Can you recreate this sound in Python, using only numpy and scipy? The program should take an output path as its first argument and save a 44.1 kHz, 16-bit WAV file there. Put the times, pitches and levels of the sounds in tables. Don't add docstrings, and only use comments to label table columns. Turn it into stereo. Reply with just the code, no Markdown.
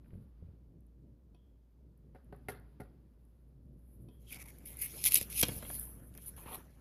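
import sys
import numpy as np
from scipy import signal
from scipy.fft import rfft, irfft, next_fast_len
from scipy.io import wavfile
from scipy.ndimage import uniform_filter1d, map_coordinates

SR = 44100
rng = np.random.default_rng(int(sys.argv[2]) if len(sys.argv) > 2 else 0)


def master_out(mix):
    frames = np.transpose(np.atleast_2d(mix))
    ceiling = np.clip(frames, -1, 1)
    pcm = np.round(ceiling * 32767).astype(np.int16)
    wavfile.write(sys.argv[1], SR, pcm)


def to_linear_factor(level_db):
    exponent = np.asarray(level_db, float) / 20
    return 10 ** exponent


N = 299908

# (time [s], sizzle [dB], scrape over sizzle [dB])
STROKES = [(4.1, -130, -20), (4.2, -79, -10), (4.3, -72, -1), (4.52, -69, -6), (4.64, -69, -9),
           (4.88, -52.5, -8), (5.02, -46.5, -11.5), (5.2, -62, 9), (5.28, -66.5, -4), (5.46, -50.5, -3.5),
           (5.586, -46, -16), (5.606, -59.5, -6), (5.65, -53.5, -12), (5.675, -48, -16),
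           (5.74, -43.5, -19.5), (5.89, -51.5, -27), (6.0, -66, -16), (6.08, -63.5, -22),
           (6.115, -72, -10.5), (6.23, -56.5, -16), (6.33, -68.5, -9.5), (6.4, -63.5, -15),
           (6.54, -50.5, -18), (6.65, -75.5, -4), (6.8, -79, -4.5)]
# (start [s], stop [s], first level [dB], last level [dB], scrape over sizzle [dB])
RUBS = [(4.274, 4.33, -73.5, -45, -14.5), (4.325, 4.374, -58, -62, -4), (4.386, 4.428, -61, -53, -7),
        (4.456, 4.468, -51, -62, -14.5), (4.474, 4.507, -60, -59, -14), (4.655, 4.746, -49, -60, -21),
        (4.791, 4.813, -51, -50, -31), (4.813, 4.867, -35.5, -43, -21.5), (5.055, 5.092, -24, -34, -10),
        (5.11, 5.167, -35, -39, -9.5), (5.166, 5.19, -27.5, -35.5, -11), (5.209, 5.233, -54.5, -40, -18.5),
        (5.297, 5.405, -53, -31.5, -11), (5.437, 5.458, -50, -98.5, 19.5), (6.26, 6.297, -49.5, -45, -26.5),
        (6.365, 6.444, -57.5, -64, -16), (6.485, 6.559, -76, -46, -19)]
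# (time [s], level [dB], scrape over level [dB])
SNAPS = [(4.316, -39, -13), (4.3447, -31.5, -11), (4.44, -43, -14), (4.4846, -38, -12), (4.5853, -41, -21),
         (4.7701, -30.5, -40), (4.7894, -29.5, -30), (5.0399, -13, -6.5), (5.046, -17, -10.5),
         (5.0523, -12.5, -16), (5.0747, -16, -14.5), (5.1203, -17, -5), (5.134, -22, -13.5),
         (5.1385, -27.5, -9.5), (5.1424, -7.5, -24.5), (5.1438, -6, -16), (5.15, -21.5, -8.5),
         (5.1552, -4.5, -9), (5.16, -8.5, -10.5), (5.2123, -17.5, -10.5), (5.301, -28.5, -19),
         (5.327, -27, -9.5), (5.408, -10.5, -29.5), (5.4126, -9, -13.5), (5.4156, -17, -6),
         (5.4274, -8, -9), (5.432, -12, -4), (5.4522, -26, -5.5), (5.4838, -20, -22), (5.6254, -37, -14),
         (6.14, -42, -15), (6.15, -39.5, -15), (6.176, -30, -16), (6.282, -25.5, -39)]
# (time [s], level [dB])
CLICKS = [(4.306, -41), (4.3245, -35), (4.8185, -27), (5.0375, -31), (5.0625, -16), (5.1225, -15),
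          (5.4045, -18), (5.7527, -31), (5.7975, -22.5), (5.893, -41), (6.5465, -30)]
# (time [s], level [dB])
FLAP_LEVEL = [(4.18, -100), (4.33, -61), (4.65, -70), (5.0, -61.5), (5.5, -61), (5.9, -63.5), (6.3, -72.5),
              (6.4, -62), (6.55, -55.5), (6.65, -70), (6.8, -70)]
# (start [s], stop [s], first level [dB], last level [dB])
DRAG = [(6.375, 6.45, -58, -77), (6.457, 6.558, -57, -48.5), (6.558, 6.62, -61, -72)]
# (start [s], stop [s], first pitch [Hz], last pitch [Hz], level over scrape [dB])
POCKET = [(4.266, 4.308, 3295, 3100, 4), (4.308, 4.519, 2323, 2170, 2.5), (4.579, 4.87, 2257, 2120, 0),
          (6.417, 6.524, 2480, 2680, 1), (6.525, 6.558, 2910, 4200, 4)]
# (frequency [Hz], relative density [dB])
SIZZLE_COLOUR = [(5000, -51.5), (6500, -32), (7500, -35), (8600, -23.5), (9800, -6.5), (10600, -1),
                 (12300, -5.5), (14000, -10), (16000, -11)]
# (frequency [Hz], relative density [dB])
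SCRAPE_COLOUR = [(900, -60), (1750, -38), (2000, -4), (2400, 1), (3200, -2), (4700, -3.5), (6300, -1.5),
                 (8500, -8), (11000, -28), (18000, -120)]
# (frequency [Hz], relative density [dB])
FLAP_COLOUR = [(450, 1.5), (650, -3.5), (930, -6.5), (1300, -9), (1800, -8.5), (2600, -23), (4200, -33.5),
               (7000, -70.5)]
# (frequency [Hz], relative density [dB])
DRAG_COLOUR = [(400, -19), (700, -8.5), (930, 0), (1200, -5.5), (1600, -21), (2600, -13), (4200, -20),
               (7000, -74)]
# (time [s], level [dB], thud over level [dB], ring tilt [dB per octave])
TAPS = [(5.2115, -45.5, -0.5, -16.5), (5.4303, -25.5, -9.5, 8), (5.484, -47, 2, 11.5),
        (5.49, -41.5, -1.5, 7), (5.515, -43, -6, -9), (5.6245, -40, -12.5, -3), (5.6488, -49, -14, 8),
        (5.6999, -38.5, -18, -1), (6.1494, -53, -22, -3), (6.1807, -53, -32, 1), (6.3813, -52, -25, -1),
        (6.459, -49.5, -2, -13)]
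# (frequency [Hz], level [dB], t60 [s])
BUNDLE_MODES = [(604, 0.5, 0.045), (955, -20, 0.035), (1690, -2.5, 0.032), (1930, -6.5, 0.017),
                (2163, -4.5, 0.043), (2480, -21, 0.02), (2873, -6.5, 0.037), (3245, -4.5, 0.046),
                (3620, -9.5, 0.015), (4250, -18.5, 0.022)]
# (frequency [Hz], relative density [dB])
SLAP_COLOUR = [(500, -11.0), (1100, -18.5), (2300, -22.5), (4500, -42.0), (8000, -49.0), (16000, -120)]
# (time [s], level [dB], thud over level [dB],
# treble over level [dB], ring tilt [dB per octave], lid clatter over level [dB])
KNOCKS = [(2.148, -50, -13, -19, -3, -25), (2.156, -51, -7.5, -38, -3, -26),
          (2.3254, -44, -10, -21, -1.5, -27.5), (2.485, -33.5, -12.5, -1.5, 6, -20),
          (2.497, -44, -10, -27, -7, -21), (2.8, -44, -1.5, -12, -4.5, -32),
          (2.8037, -45.5, -14, -16, 5, -30), (2.8151, -49.5, -1.5, -31, 2, -30)]
# (frequency [Hz], level [dB], t60 [s])
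CASE_MODES = [(415.5, -4.5, 0.13), (531, -5, 0.064), (740, -2, 0.066), (834, -8, 0.071), (1255, -14, 0.041),
              (1443, -8.5, 0.055), (1850, -10, 0.041), (2084, -9, 0.032), (2280, -20, 0.027),
              (2680, -19, 0.026), (4520, -26.5, 0.02)]
# (frequency [Hz], relative density [dB])
SHELL_COLOUR = [(200, -58.5), (400, 2), (850, -11.0), (1200, -8.5), (1700, -8.0), (2300, -19.0),
                (3000, -22), (5000, -27), (16000, -120)]
# (frequency [Hz], relative density [dB])
LID_COLOUR = [(2000, -40), (3200, -9), (5000, -10.5), (7500, -17.5), (9800, -7.5), (10800, 3.5),
              (14000, -8.5), (16000, -5.0)]
# (frequency [Hz], width [Hz], level [dB])
TABLE_TOP = [(122, 52, -2), (215, 63, 0), (494, 267, 5.5), (710, 330, 2.5)]
# (middle [s], half length [s], sizzle [dB], brush [dB])
BRUSHES = [(0.142, 0.13, -87, -85), (0.452, 0.12, -102, -88), (2.347, 0.14, -100, -112),
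           (2.61, 0.38, -90.5, -84.5), (3.354, 0.25, -93, -101), (3.955, 0.15, -78, -95),
           (4.145, 0.045, -80.5, -90)]
# (time [s], level [dB])
SLIPS = [(0.081, -62), (0.8053, -61), (0.866, -60), (1.9757, -62), (2.245, -61), (2.362, -55), (2.387, -64),
         (2.5975, -54), (3.251, -60), (3.655, -67), (3.793, -64), (4.033, -67), (4.217, -58), (4.226, -61)]
# (time [s], level [dB])
SCUFFS = [(0.044, -76.5), (0.057, -77), (0.105, -73.5), (.137, -74)]
# (frequency [Hz], relative density [dB])
BRUSH_COLOUR = [(400, -13.0), (900, 3.0), (2000, -7.0), (5000, -15.5), (8000, -50.5), (16000, -120)]
# (frequency [Hz], relative density [dB])
SCUFF_COLOUR = [(700, -28), (1400, 8), (2500, 6), (3500, -10), (6000, -27), (16000, -120)]
# (time [s], level [dB])
THUMPS = [(0.132, -35.5), (0.153, -34.5), (0.424, -37), (0.485, -40), (5.208, -41.5), (5.424, -52.5),
          (5.481, -37), (5.563, -34.5), (5.722, -53.5)]
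# (frequency [Hz], level [dB], t60 [s])
FRAME_MODES = [(85, -2.5, 0.29), (159, -9.5, 0.13), (188.3, -7.5, 0.37), (282, -12, 0.11)]
# (time [s], level [dB])
TICKS = [(1.346, -64.5), (4.0856, -61)]
# (frequency [Hz], level [dB], t60 [s])
TICK_MODES = [(317, 21.5, 0.041), (702, 10.5, 0.046), (987, -1, 0.19), (2550, -3, 0.076), (3190, 0, 0.056),
              (3620, -3, 0.039), (4450, -6, 0.045), (5630, -12, 0.061), (10300, 5.5, 0.022)]
# (frequency [Hz], relative density [dB])
LINGER_COLOUR = [(2000, -60), (2950, -31), (3250, -13.5), (3600, -30), (5000, -80)]
# (frequency [Hz], relative density [dB])
PUFF_COLOUR = [(500, 4), (2500, -3), (5500, 3), (7500, -30), (10400, 3), (14000, -14)]
# (frequency [Hz], t60 [s])
ROOM_DECAY = [(200, 0.36), (1500, 0.46), (5000, 0.033), (12000, 0.31)]
# (time [s], level [dB])
RUMBLE_LEVEL = [(0.0, -60.5), (1.8, -66), (2.39, -60.5), (3.3, -64.5), (5.5, -54.5), (6.8, -62)]
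# (frequency [Hz], relative density [dB])
RUMBLE_COLOUR = [(20, -21), (30, -10.5), (45, -11.5), (75, -7), (100, -2.5), (135, -0.5), (180, -6),
                 (260, -8), (420, -18), (600, -23.5), (800, -44), (1300, -120)]
# (frequency [Hz], relative density [dB])
HISS_COLOUR = [(240, -35.5), (400, -5), (600, -10.5), (900, -18.5), (1300, -37.5), (2000, -39),
               (3000, -31.5), (5000, -30), (9000, -32.5), (15500, -27)]
# (frequency [Hz], correlation [0..1])
ALIKE_NEAR = [(500, 0.99), (1200, 0.97), (2500, 0.97), (4200, 0.76), (6500, 0.38), (9000, 0.97)]
# (frequency [Hz], correlation [0..1])
ALIKE_FAR = [(60, .99), (250, .98), (700, .96), (1700, .9), (5000, .5)]
# (frequency [Hz], level difference [dB])
PORT_BALANCE = [(1300, -0.3), (2400, 0.5), (3500, 4), (4400, 6), (5500, 9), (7000, 6), (8100, -5),
                (15000, -2)]
# (frequency [Hz], gain [dB])
MIX_COLOUR = [(6500, 0), (8000, -1.5), (9200, 0), (14600, 0), (14850, -26), (15600, -50)]

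CRACKLE_RATE, CRACKLE_DB, CRACKLE_SPREAD_DB = 220, -14.5, 4.5
POP_RATE, POP_DB, POP_SPREAD_DB = 700, -4.5, 4
POP_LOW_HZ, POP_HIGH_HZ, POP_CYCLES = 2200, 8000, 16
PATCH_DB = 3.5
SCATTER_DB = 2.5
FLOOR_SIZZLE_DB, FLOOR_BRUSH_DB = -100.5, -90
HUM_HZ, HUM_DB, HUM_FOLLOWS = 58.8, -55.5, 0.8
HISS_DB = -83.5


def unit(x):
    return x / np.sqrt(np.mean(x ** 2) + 1e-20)


def along(points, hz):
    f, value = np.transpose(points)
    return np.interp(np.log(hz + 1), np.log(f + 1), value)


def curves(rows):
    s, *columns = np.transpose(rows)
    return [np.interp(np.arange(N) / SR, s, column) for column in columns]


def wobble(rate):
    knots = rng.standard_normal(int(N * rate / SR) + 4)
    return map_coordinates(knots, [np.arange(N) * rate / SR])


def filtered(x, response):
    m = next_fast_len(N + SR // 2)
    return irfft(rfft(x, m) * response(np.fft.rfftfreq(m, 1 / SR)), m)[..., :N]


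def rush(colour, alike):
    def mid_side(hz):
        turn = np.arccos(np.clip(along(alike, hz), 0, .999)) / 2
        return to_linear_factor(along(colour, hz)) * [np.cos(turn), np.sin(turn)]

    mid, side = filtered(rng.standard_normal((2, N)), mid_side)
    return unit(np.array([mid + side, mid - side]))


def bursts(times, dbs, rise, t60):
    marks, t = np.zeros(N), np.arange(SR // 2) / SR
    np.add.at(marks, np.round(np.asarray(times) * SR).astype(int), to_linear_factor(dbs))
    shape = to_linear_factor(-60 * t / t60) * (1 - np.exp(-t / rise))
    return signal.fftconvolve(marks, shape / shape.max())[:N]


def slides(columns):
    out = np.zeros(N)
    for start, stop, first_db, last_db in columns:
        i, j = round(start * SR), round(stop * SR)
        out[i:j] += to_linear_factor(np.linspace(first_db, last_db, j - i))
    return np.abs(uniform_filter1d(out, round(.005 * SR)))


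def patchy(x):
    z = signal.stft(x, nperseg=256)[2]
    field = uniform_filter1d(rng.standard_normal(z.shape[1:]), size=3, axis=0)
    field = uniform_filter1d(field, size=14, axis=1)
    return unit(signal.istft(z * to_linear_factor(PATCH_DB * unit(field)), nperseg=256)[1][:, :N])


def ringing(times, dbs, modes, detune, tilts_db=0):
    out, t = np.zeros(N + SR), np.arange(SR // 4) / SR
    hz, level, t60 = np.transpose(modes)[:, :, None]
    for s, db, tilt_db in np.broadcast(times, dbs, tilts_db):
        strength, drift = rng.standard_normal((2, len(modes), 1))
        start_db = db + level + tilt_db * np.log2(hz / 1000) + SCATTER_DB * strength
        tone = np.sin(2 * np.pi * hz * (1 + detune * drift) * t)
        ring = to_linear_factor(start_db - 60 * t / np.abs(t60)) * tone
        out[round(s * SR):][:len(t)] += ring.sum(axis=0) * (1 - np.exp(-t / 0.0006))
    return out[:N]


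def thud(times, dbs):
    push = bursts(times, dbs, rise=0.0007, t60=0.012) * (1 + .5 * rng.standard_normal(N))

    def wood(f):
        total = 0
        for k, (centre, width, db) in enumerate(TABLE_TOP):
            damping = 1j * f * width
            total = total + (-1) ** k * to_linear_factor(db) * damping / (centre * centre - f * f + damping)
        return total / (1 + 1j * f / 1500) ** 2

    return to_linear_factor(16.5) * filtered(push, wood)


def paper():
    sizzle_db, scrape_db = curves(STROKES)
    start, stop, first_db, last_db, dull_db = np.transpose(RUBS)
    grain = to_linear_factor(2.6 * wobble(550) + 1.3 * wobble(110))
    calm = 1.5 * wobble(400) + 1.1 * wobble(40) + .5 * wobble(9)
    rub = slides(zip(start, stop, first_db, last_db))
    dull_rub = slides(zip(start, stop, first_db + dull_db, last_db + dull_db))
    sizzle = to_linear_factor(sizzle_db + calm) + grain * rub
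    scrape = to_linear_factor(sizzle_db + scrape_db + calm) + grain * dull_rub

    when, size = rng.random((round(CRACKLE_RATE * N / SR), 2)).T
    size_db = CRACKLE_DB - CRACKLE_SPREAD_DB * np.log(1 - .95 * size)
    crackle = bursts(when * (N - 1) / SR, size_db, rise=0.00034, t60=0.0042)
    crackle = (rub + to_linear_factor(sizzle_db)) * crackle

    s, db, low_db = np.transpose(SNAPS)
    snap = bursts(s, db - 10.5, rise=0.00041, t60=0.0094) + crackle
    snap = snap * rush(SIZZLE_COLOUR, ALIKE_NEAR)
    crack = bursts(s, db + low_db - 10, rise=0.0004, t60=0.011) * rush(SCRAPE_COLOUR, ALIKE_NEAR)

    flap = to_linear_factor(curves(FLAP_LEVEL)[0] + 1.5 * wobble(90)) * patchy(rush(FLAP_COLOUR, ALIKE_NEAR))
    drag = grain * slides(DRAG) * rush(DRAG_COLOUR, ALIKE_NEAR)
    hiss = sizzle * rush(SIZZLE_COLOUR, ALIKE_NEAR)
    rasp = scrape * (patchy(rush(SCRAPE_COLOUR, ALIKE_NEAR)) + pocket())
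    return hiss + rasp + snap + crack + creases(scrape) + flap + drag


def creases(level):
    when, size, pitch, place = rng.random((round(POP_RATE * N / SR), 4)).T
    first, t = (when * (N - 1)).astype(int), np.arange(400) / SR
    hz = (POP_LOW_HZ * (POP_HIGH_HZ / POP_LOW_HZ) ** pitch)[:, None]
    size_db = POP_DB - POP_SPREAD_DB * np.log(1 - .97 * size)
    ring = to_linear_factor(-60 * t * hz / POP_CYCLES) * np.sin(2 * np.pi * hz * t)
    ring = (level[first] * to_linear_factor(size_db))[:, None] * ring
    where = (first[:, None] + np.arange(len(t))).ravel()
    ports = []
    for side in (1, -1):
        panned = ring * to_linear_factor(side * 5 * (place[:, None] - .5))
        ports.append(np.bincount(where, panned.ravel(), N + len(t))[:N])
    return np.array(ports)


def pocket():
    start, stop, first_hz, last_hz, db = np.transpose(POCKET)
    times, pitches = np.ravel([start, stop], 'F'), np.ravel([first_hz, last_hz], 'F')
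    hz = np.interp(np.arange(N) / SR, times, pitches)
    slow = filtered(rng.standard_normal((2, N)), lambda f: 1 / (1 + (f / 180) ** 2))
    phase = 2 * np.pi * np.cumsum(hz) / SR
    band = slow[0] * np.cos(phase) + slow[1] * np.sin(phase)
    return slides(zip(start, stop, db, db)) * unit(band)


def clicks():
    s, db = np.transpose(CLICKS)
    marks = np.zeros(N)
    marks[np.round(s * SR).astype(int)] = to_linear_factor(db + 20)
    return filtered(marks, lambda hz: to_linear_factor(along(SIZZLE_COLOUR, hz)))


def taps():
    s, db, thud_db, tilt_db = np.transpose(TAPS)
    slap = bursts(s, db - 6.5, rise=0.0012, t60=0.048) * rush(SLAP_COLOUR, ALIKE_NEAR)
    ring = ringing(s, db - 10.0, BUNDLE_MODES, detune=0.018, tilts_db=tilt_db)
    return ring + slap + thud(s, db + thud_db)


def case():
    s, db, thud_db, treble_db, tilt_db, lid_db = np.transpose(KNOCKS)
    loose = to_linear_factor(2.5 * wobble(200))
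    strike = bursts(s, db - 21, rise=0.0003, t60=0.018)
    lid = bursts(s, db + lid_db, rise=0.0061, t60=0.27)
    clatter = loose * (strike + lid) * patchy(rush(SHELL_COLOUR, ALIKE_NEAR))
    rattle = bursts(s, db + treble_db - 10.0, rise=0.00024, t60=0.13)
    rattle = loose * rattle * rush(LID_COLOUR, ALIKE_NEAR)
    ring = ringing(s, db - 4.0, CASE_MODES, detune=0.021, tilts_db=tilt_db)
    return ring + clatter + rattle + thud(s, db + thud_db)


def fingers():
    middle, half, sizzle_db, brush_db = np.transpose(BRUSHES)[:, :, None]
    swell = np.exp(-((np.arange(N) / SR - middle) / half) ** 2)
    sizzle = to_linear_factor(FLOOR_SIZZLE_DB) + (to_linear_factor(sizzle_db) * swell).sum(axis=0)
    sizzle = sizzle * to_linear_factor(2.2 * wobble(45))
    s, db = np.transpose(SLIPS)
    sizzle = sizzle + bursts(s, db - 13.0, rise=0.00072, t60=.011)
    brush = to_linear_factor(FLOOR_BRUSH_DB) + (to_linear_factor(brush_db) * swell).sum(axis=0)
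    brush = brush * rush(BRUSH_COLOUR, ALIKE_NEAR)
    scuff = bursts(*np.transpose(SCUFFS), rise=0.0014, t60=0.025) * rush(SCUFF_COLOUR, ALIKE_NEAR)
    return sizzle * rush(SIZZLE_COLOUR, ALIKE_NEAR) + brush + scuff


def thumps():
    s, db = np.transpose(THUMPS)
    shake = ringing(s, db - 8.0, FRAME_MODES, detune=0.11) + thud(s, db - 17.5)
    dull = filtered(shake, lambda f: 1 / (1 + 1j * f / 350) ** 2)
    return dull * to_linear_factor([[.3], [-.3]])


def ticks():
    s, db = np.transpose(TICKS)
    linger = bursts(s, db - 18.5, rise=0.004, t60=0.68) * rush(LINGER_COLOUR, ALIKE_FAR)
    puff = bursts(s, db - 17, rise=.001, t60=0.069) * rush(PUFF_COLOUR, ALIKE_FAR)
    return ringing(s, db - 9.5, TICK_MODES, detune=0) + linger + puff


def room(x):
    hz, t, z = signal.stft(rng.standard_normal((2, SR // 2)), SR, nperseg=256)
    decay = to_linear_factor(-60 * t / along(ROOM_DECAY, hz)[:, None])
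    tail = signal.istft(z * decay, SR, nperseg=256)[1]
    tail = tail[0] + 0.069 * tail[1] * np.array([[1], [-1]])
    late = np.pad(x, (200, 0))[None]
    return signal.fftconvolve(late, tail / np.linalg.norm(tail[0]), axes=1)[:, :N]


def air():
    rumble_db, = curves(RUMBLE_LEVEL)
    hum_db = HUM_DB + HUM_FOLLOWS * (rumble_db - rumble_db.mean())
    port_phase = np.array([[.035], [-.035]])
    phase = 2 * np.pi * HUM_HZ * np.arange(N) / SR + .9 * wobble(18) + port_phase
    hum = to_linear_factor(hum_db + 1.8 * wobble(14)) * np.sin(phase)
    rumble = to_linear_factor(rumble_db + 2.3 * wobble(9.1)) * rush(RUMBLE_COLOUR, ALIKE_FAR)
    hiss = to_linear_factor(HISS_DB + 0.44 * wobble(25.0)) * rush(HISS_COLOUR, ALIKE_FAR)
    return rumble + hum + hiss


def scene():
    sheets = paper() + clicks() + fingers()
    blows = case() + taps()
    tails = to_linear_factor(-14.5) * room(blows.mean(axis=0)) + to_linear_factor(-17.5) * room(sheets.mean(axis=0))
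    near = blows + sheets + tails
    half_each = np.array([[.5], [-.5]])
    ports = filtered(near, lambda hz: to_linear_factor(half_each * along(PORT_BALANCE, hz)))
    return ports + thumps() + ticks() + air()


def top_cut(x):
    return signal.sosfilt(signal.butter(12, 15900, fs=SR, output="sos"), x)


def record(dry):
    mix = filtered(dry, lambda hz: to_linear_factor(along(MIX_COLOUR, hz)))
    return top_cut(mix)


dry = scene()
out = record(dry)
master_out(out)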